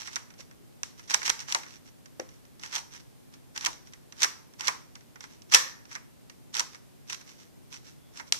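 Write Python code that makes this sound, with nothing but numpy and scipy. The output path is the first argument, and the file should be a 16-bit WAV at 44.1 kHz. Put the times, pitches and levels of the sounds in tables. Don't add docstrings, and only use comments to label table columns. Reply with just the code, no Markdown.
import sys
import numpy as np
from scipy import signal
from scipy.fft import rfft, irfft, next_fast_len
from scipy.io import wavfile
from scipy.ndimage import uniform_filter1d, minimum_filter1d, map_coordinates

SR = 44100
rng = np.random.default_rng(int(sys.argv[2]) if len(sys.argv) > 2 else 0)


def put_to_file(sound):
    columns = np.atleast_2d(sound).T
    safe = np.clip(columns, -1, 1)
    whole_steps = np.round(safe * 32767)
    wavfile.write(sys.argv[1], SR, whole_steps.astype(np.int16))


def gain_from_decibels(decibels):
    exponent = np.asarray(decibels, float) / 20
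    return 10 ** exponent


N = 369999


def unit(x):
    return x / np.sqrt(np.mean(x ** 2) + 1e-20)


def along(points, hz):
    point_hz, value = np.transpose(points)
    return np.interp(np.log(hz + 1), np.log(point_hz + 1), value)


def filtered(x, response):
    size = next_fast_len(N + SR // 2)
    spectrum = rfft(x, size) * response(np.fft.rfftfreq(size, 1 / SR))
    return irfft(spectrum, size)[..., :N]


def causal(points):
    def response(hz):
        cepstrum = irfft(np.log(gain_from_decibels(along(points, hz))))
        half = len(cepstrum) // 2
        cepstrum[1:half] *= 2
        cepstrum[half + 1:] = 0
        log_response = rfft(cepstrum)
        return unit(np.abs(np.exp(log_response))) * np.exp(1j * log_response.imag)
    return response


def resonant(modes):
    def response(f):
        total = 0
        for k, (hz, width, db) in enumerate(modes):
            mode = 1j * f * width / (hz * hz - f * f + 1j * f * width)
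            total = total + (-1) ** k * gain_from_decibels(db) * mode
        return total
    return response


def pair(shape, alike):
    a, b = rng.standard_normal((2, *shape))
    alike = np.clip(alike, 0, 1)
    return np.array([a, -alike * a + np.sqrt(1 - alike ** 2) * b])


def narrow(hz, width):
    return unit(filtered(rng.standard_normal(N), lambda f: np.exp(-((f - hz) / width) ** 2)))


# (time [s], crack [dB], hollow knock over the crack [dB], left over right [dB], decay T60 [s])
SEAT_SNAPS = [(0.1583, -23, -12, -8, 0.008), (0.8322, -22.5, -3.5, -3.5, 0.0091),
              (1.1391, -16.5, -3.5, -1, 0.045), (1.1439, -13, -1, -10, 0.0045),
              (1.2592, -23, -8, -6.5, 0.021), (1.2953, -17, 1.5, -2.5, 0.013),
              (1.2997, -14, -4, -9.5, 0.0073), (1.5234, -17.5, -9, 3.5, 0.012),
              (1.5471, -14.5, -1.5, 1, .016), (2.7533, -21.5, -6, 2, .007), (3.6489, -19, -10.5, -1, 0.013),
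              (3.6601, -17.5, -2.5, -9, 0.012), (4.2188, -18, -3, 0.5, 0.031),
              (4.231, -11.5, -9, -7, 0.017), (4.2375, -17, -1.5, 1.5, 0.023),
              (4.6716, -20, -11, -5.5, 0.025), (4.6803, -15, 0.5, -6.5, 0.017),
              (5.5208, -22.5, -7, 0.5, 0.014), (5.5378, -9, -4.5, 1, 0.018), (5.5451, 1.5, -10, -3.5, .021),
              (6.5423, -29, -21, -9, .01), (6.5947, -16.5, -4, -3.5, 0.021), (7.0989, -28, -6, 3.5, 0.01),
              (8.323, -9.5, -11, -1.5, 0.01)]
# (time [s], crack [dB], knock over the crack [dB])
CATCH_SNAPS = [(0.073, -33, -6), (0.1634, -27, 6), (1.104, -29.5, -7), (1.1079, -22.5, -2),
               (1.217, -36.5, 11), (1.2301, -30.5, 2), (1.2658, -25, -34), (1.2778, -22.5, 3),
               (1.3923, -34, -44), (1.484, -35, 4.5), (1.516, -31, -6), (2.1975, -31.5, 4),
               (2.6348, -31.5, 1), (2.7268, -35.5, 3), (2.741, -34.5, -4), (2.7603, -21, -7),
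               (2.7659, -34, 2), (3.5765, -24, -6.5), (3.6661, -19, -2.5), (4.2443, -17, 1.5),
               (4.6079, -25.5, -6), (5.5274, -26, 3.5), (5.5565, -26.5, -6.5), (5.5705, -24, 1),
               (5.9519, -33.5, 1.5), (6.5677, -22.5, -16), (6.584, -29, -3), (6.604, -21.5, -14),
               (7.129, -28.5, -3.5), (8.344, -35.5, 6.5)]
# (time [s], crack [dB], knock over the crack [dB])
LOOSE_TICKS = [(0.3035, -48.5, 3), (0.405, -40, -4), (0.5111, -50, 4), (0.9944, -42.5, 2),
               (1.4022, -33, -10), (1.6333, -39.5, 2.5), (1.6634, -47.5, 8), (2.0576, -45, -2),
               (2.5954, -44, -6), (2.612, -48, -6), (3.3387, -45.5, -2), (3.5606, -32.5, 2.5),
               (3.6091, -32, -3), (3.7297, -39, -5), (3.9344, -40, -0.5), (4.1231, -39.5, -2.5),
               (4.2045, -36, -4.5), (4.5958, -36.5, -2.5), (4.9538, -38.5, -2), (5.1574, -48.5, 8.5),
               (5.2064, -37.5, -2), (5.2395, -40.5, 5.5), (5.4194, -46.5, -18), (5.9579, -38, 11),
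               (5.9145, -44.5, -6), (6.2971, -41, -1.5), (6.746, -42, 4.5), (7.1446, -34, -8),
               (8.173, -35, -12), (8.1978, -38, 8)]
# (time [s], crack [dB])
FINGER_TOUCHES = [(0.339, -51.5), (2.289, -47.5), (2.4514, -53), (3.871, -49), (3.924, -53.5), (4.536, -51),
                  (5.008, -52.5), (5.8531, -47), (7.2113, -44), (7.7286, -55), (7.8523, -66), (8.155, -60)]


def contacts():
    catch_t60_s, tick_t60_s = 0.011, 0.02
    chatter_db, chatter_spread_db = 1.5, 6
    tick_knock_db, knock_scatter_db, touch_knock_db = 4.5, 6, -0.5
    cube_pan_db, pan_scatter_db = -3.5, -2

    light = []
    for (s, rise, db), chances in zip(TURN_STROKES, rng.uniform(size=(len(TURN_STROKES), 3, 2))):
        for place, strength in chances:
            at = max(s - rise + place * (rise + TURN_FALL_S), 0)
            crack_db = db + chatter_db - chatter_spread_db * np.log(1 / strength)
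            light.append((at, crack_db, tick_knock_db + knock_scatter_db * rng.standard_normal()))
    light += [(s, db, touch_knock_db) for s, db in FINGER_TOUCHES]

    small = [(row, catch_t60_s) for row in CATCH_SNAPS]
    small += [(row, tick_t60_s) for row in list(LOOSE_TICKS) + light]
    side_db = cube_pan_db + pan_scatter_db * rng.standard_normal(len(small))
    return list(SEAT_SNAPS) + [(*row, pan_db, t60) for (row, t60), pan_db in zip(small, side_db)]


def bursts(s, level_db, pan_db, life, alike, colour):
    t = np.arange(SR // 25) / SR
    decay = gain_from_decibels(-60 * (t / np.clip(life, .003, .08)[:, None]) ** 1.2)
    shape = decay * (1 - np.exp(-t / 0.00025))
    rows = pair(shape.shape, alike) * shape

    weight = unit(gain_from_decibels(along(colour, np.fft.rfftfreq(len(t), 1 / SR))))
    heard = np.sqrt(np.mean(np.abs(rfft(rows) * weight) ** 2, axis=2))
    early_rms = np.sqrt(np.mean(shape[:, :SR // 330] ** 2, axis=1))
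    size = np.linalg.norm(shape, axis=1) / early_rms
    port_gain = gain_from_decibels(level_db + np.outer([.5, -.5], pan_db))
    rows = rows * (size / heard * port_gain)[..., None]
    impulse = (size * gain_from_decibels(level_db))[:, None] * (t == 0)

    at = (np.round(s * SR)[:, None] + np.arange(len(t))).astype(int).ravel()
    return np.array([np.bincount(at, r.ravel(), N + SR)[:N] for r in (*rows, impulse)])


def snaps():
    s, crack_db, knock_db, pan_db, t60 = np.transpose(contacts())
    crack = bursts(s, crack_db - 5.5, pan_db, t60, alike=0.1, colour=CRACK_COLOUR)
    knock = bursts(s, crack_db + knock_db - 7.5, pan_db, 2.8 * t60, alike=0.7, colour=KNOCK_COLOUR)
    return np.array([crack, knock])


# (time of most force [s], rise [s], scrape [dB])
TURN_STROKES = [(0.0, .01, -47.5), (0.071, 0.022, -47.5), (1.112, 0.022, -37.5), (1.226, .015, -56),
                (1.266, 0.028, -35), (1.402, .015, -44.5), (1.501, 0.024, -40.5), (2.653, 0.027, -44),
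                (2.769, 0.044, -36), (2.951, 0.029, -47.5), (3.568, 0.016, -47), (3.634, 0.022, -43),
                (4.214, 0.016, -40), (4.6, .012, -46.5), (4.651, 0.019, -40.5), (5.532, 0.011, -26),
                (5.94, 0.037, -48.5), (6.553, 0.015, -38), (6.584, .01, -38.5), (7.12, 0.028, -40),
                (7.746, 0.028, -47), (8.182, 0.031, -47.5)]
TURN_FALL_S = 0.028
# (time of most force [s], rise [s], scrape [dB])
REGRIP_STROKES = [(.032, .02, -53.5), (.13, .02, -47.5), (.4, .015, -50.5), (.99, .015, -55.5),
                  (1.04, .01, -54.5), (1.7, .027, -55), (1.75, .02, -59), (1.871, .019, -59),
                  (2.33, .03, -64.5), (3.001, .01, -54.5), (3.339, .015, -60.5), (3.87, .015, -61),
                  (4.18, .02, -55), (5.232, .02, -53), (5.319, .03, -59), (5.505, 0.015, -56),
                  (6.74, .023, -57), (7.205, .017, -60), (7.292, .03, -53.5), (7.41, .03, -57.5),
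                  (7.87, .03, -54), (8.28, .01, -54)]


def drag():
    strokes = [(s, rise, TURN_FALL_S, db) for s, rise, db in TURN_STROKES]
    strokes += [(s, rise, 1.5 * rise, db) for s, rise, db in REGRIP_STROKES]
    t = np.arange(N // 32 + 2) * 32 / SR
    force = 0
    for s, rise, fall, db in strokes:
        force = force + gain_from_decibels(db) * np.exp(-((t - s) / np.where(t < s, rise, fall)) ** 2)

    clumps = map_coordinates(rng.standard_normal(N // 120 + 4), [np.arange(N) / 120])
    grain = unit(gain_from_decibels(3.6 * clumps + 2.2 * rng.standard_normal(N)))
    slips = np.repeat(force, 32)[:N] * grain * gain_from_decibels([[-1.5], [1.5], [0]])
    crack = slips * pair((N,), 0.17)[[0, 1, 0]]
    knock = gain_from_decibels(-3.5) * slips * pair((N,), 0.56)[[0, 1, 0]]
    return np.array([crack, knock])


# (frequency [Hz], level [dB])
CRACK_COLOUR = [(1500, -26), (2600, -3.5), (4100, -4), (4800, -4), (5700, -1.5), (6750, -5.5), (7800, -9.5),
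                (8600, -14), (10000, -20), (13000, -22.5), (15100, -34)]
# (frequency [Hz], level [dB])
KNOCK_COLOUR = [(100, -46), (400, -11.5), (700, -13), (890, 0.5), (1020, -0.5), (1150, -0.5), (1600, 0),
                (2200, 1), (2800, -11.5), (4000, -43.5)]


def plastic(crack, knock):
    return filtered(crack, causal(CRACK_COLOUR)) + filtered(knock, causal(KNOCK_COLOUR))


# (time [s], frequency [Hz], level [dB], decay T60 [s])
CORE_RINGS = [(0.161, 1150, -44, 0.15), (1.146, 873, -39, 0.23), (1.548, 900, -32.5, 0.2),
              (2.755, 906, -41, 0.29), (3.667, 950, -30.5, 0.14), (4.239, 1170, -37, 0.18),
              (4.6, 930, -44, 0.14), (4.682, 1000, -29.5, 0.12), (4.7, 1050, -38.5, 0.3),
              (5.549, 1170, -31.5, 0.37), (5.547, 1790, -28, 0.45), (6.603, 980, -33.5, 0.14),
              (8.198, 845, -50.5, 0.24)]


def hollow():
    out = np.zeros((2, N + SR))
    t = np.arange(SR // 3) / SR
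    for s, hz, db, t60 in CORE_RINGS:
        band = signal.lfilter(*signal.iirpeak(hz, hz / 120, SR), pair(t.shape, 0.33))
        envelope = gain_from_decibels(db - 60 * t / t60) * (1 - np.exp(-t / 0.0013))
        out[:, round(s * SR):][:, :len(t)] += envelope * unit(band)
    return out[:, :N]


# (time [s], peak level [dB])
TABLE_BUMPS = [
    (.395, -39.5),
    (2.1965, -19),
    (2.201, -54),
    (2.216, -29),
    (2.226, -40),
    (5.545, -21),
]
# (frequency [Hz], width [Hz], level [dB])
TABLE_MODES = [(335, 51, 2.5), (433.5, 82, -1), (528, 52, 6.5), (800, 70, -8.5)]


def bumps():
    push = np.zeros(N)
    for s, db in TABLE_BUMPS:
        push[round(s * SR)] = gain_from_decibels(db + 30.5)
    thud = filtered(push, resonant(TABLE_MODES))
    return np.array([thud, -.6 * np.roll(thud, 25)])


# (time [s], level [dB])
TABLE_JOLTS = [
    (1.301, -64),
    (4.679, -57),
    (5.545, -52.5),
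]


def jolts():
    out = np.zeros((2, N + SR))
    t = np.arange(SR // 4) / SR
    lowpass = signal.butter(2, 70, fs=SR)
    for s, db in TABLE_JOLTS:
        low = signal.lfilter(*lowpass, pair((2 * len(t),), -.5))[:, len(t):]
        envelope = gain_from_decibels(db - 60 * t / 0.15) * (1 - np.exp(-t / 0.0052))
        out[:, round(s * SR):][:, :len(t)] += envelope * unit(low)
    return out[:, :N]


# (frequency [Hz], T60 [s])
ROOM_T60 = [(300, .5), (1100, 0.46), (1850, 0.44), (3000, 0.33), (5800, 0.39), (9000, .25), (14000, 0.43)]
# (frequency [Hz], level [dB])
ROOM_TINT = [(300, 3), (850, -2), (1130, 0), (1420, -2.5), (1850, -0.5), (2500, -3), (4000, 1),
             (5900, -0.5), (9000, 5), (14000, 1.5)]


def room(x, block=SR // 3):
    out = np.zeros((2, N + 2 * SR))
    for a in range(0, N, block):
        hz, t, z = signal.stft(pair((SR * 2 // 3,), 0.067), SR, nperseg=256)
        decay_db = 60 * t / along(ROOM_T60, hz)[:, None]
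        gain = gain_from_decibels(along(ROOM_TINT, hz)[:, None] - decay_db)
        tail = signal.istft(z * gain, SR, nperseg=256)[1]
        wet = signal.fftconvolve(x[None, a:a + block], tail / np.linalg.norm(tail[0]), axes=1)
        start = a + 250
        out[:, start:start + wet.shape[1]] += wet
    return out[:, :N]


# (frequency [Hz], width [Hz], level [dB])
PORT_MODES = [(5805, 480, 0.5)]
# (frequency [Hz], left over right [dB])
PORT_LEAN = [(300, 3), (700, 0), (4500, 0), (8000, 4.5), (14000, 8.5)]


def ports(x):
    def response(f):
        cavity = 1 + np.array([[.1], [1.6]]) * resonant(PORT_MODES)(f)
        return cavity * gain_from_decibels(np.outer([.5, -.5], along(PORT_LEAN, f)))
    return filtered(x, response)


# (frequency [Hz], level [dB per Hz])
MID_NOISE = [(15, -43), (25, -18), (118, -7), (207, -7.5), (244, -6), (405, -11.5), (544, -14.5),
             (1010, -19.5), (1280, -22), (13900, -28), (15100, -32)]
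# (frequency [Hz], level [dB per Hz])
SIDE_NOISE = [(15, -55), (25, -26), (125, -2.5), (280, -17), (550, -19.5), (1000, -28.5), (2500, -34),
              (6000, -36), (13900, -37.5), (15100, -42.5)]
# (frequency [Hz], width [Hz], level [dB])
HUM_BANDS = [
    (92, 6, -69),
    (128, 14, -65.5),
    (255, 41, -62.5),
    (364.6, 15, -69),
]
# (start [s], end [s], frequency [Hz], width [Hz], level [dB])
FAR_WHINES = [
    (.46, .58, 830, 10, -73),
    (.64, .77, 830, 8, -74),
    (.5, .72, 415, 12, -76),
    (.63, .76, 1240, 10, -79),
    (7.97, 8.2, 3450, 200, -75),
]


def background():
    mid = gain_from_decibels(-61.5) * unit(filtered(rng.standard_normal(N), lambda f: gain_from_decibels(along(MID_NOISE, f))))
    side = gain_from_decibels(-55.5) * unit(filtered(rng.standard_normal(N), lambda f: gain_from_decibels(along(SIDE_NOISE, f))))
    for hz, width, db in HUM_BANDS:
        side = side + gain_from_decibels(db) * narrow(hz, width)
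    t = np.arange(N) / SR
    far = np.zeros(N)
    for start, end, hz, width, db in FAR_WHINES:
        swell = np.sin(np.pi * np.clip((t - start) / (end - start), 0, 1)) ** .5
        far += gain_from_decibels(db) * narrow(hz, width) * swell
    return np.array([mid + side + 1.3 * far, mid - side + far])


def scene():
    *cube, to_room = plastic(*(snaps() + drag()))
    table = bumps()
    echoes = gain_from_decibels(-9.5) * room(to_room + 0.52 * table[0])
    return ports(cube + table + echoes + hollow()) + background() + jolts()


def roll_off(x):
    return signal.sosfilt(signal.butter(12, 15210, fs=SR, output="sos"), x)


def record(dry):
    need = np.minimum(1, 1.02 / (np.abs(dry) + 1e-9))
    gain = uniform_filter1d(minimum_filter1d(need, size=31, axis=1), size=25, axis=1)
    top_hz = 14800
    mix = filtered(dry * gain, lambda f: 1 / (1 + (f / top_hz) ** 60))
    return roll_off(mix)


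dry = scene()
out = record(dry)
put_to_file(out)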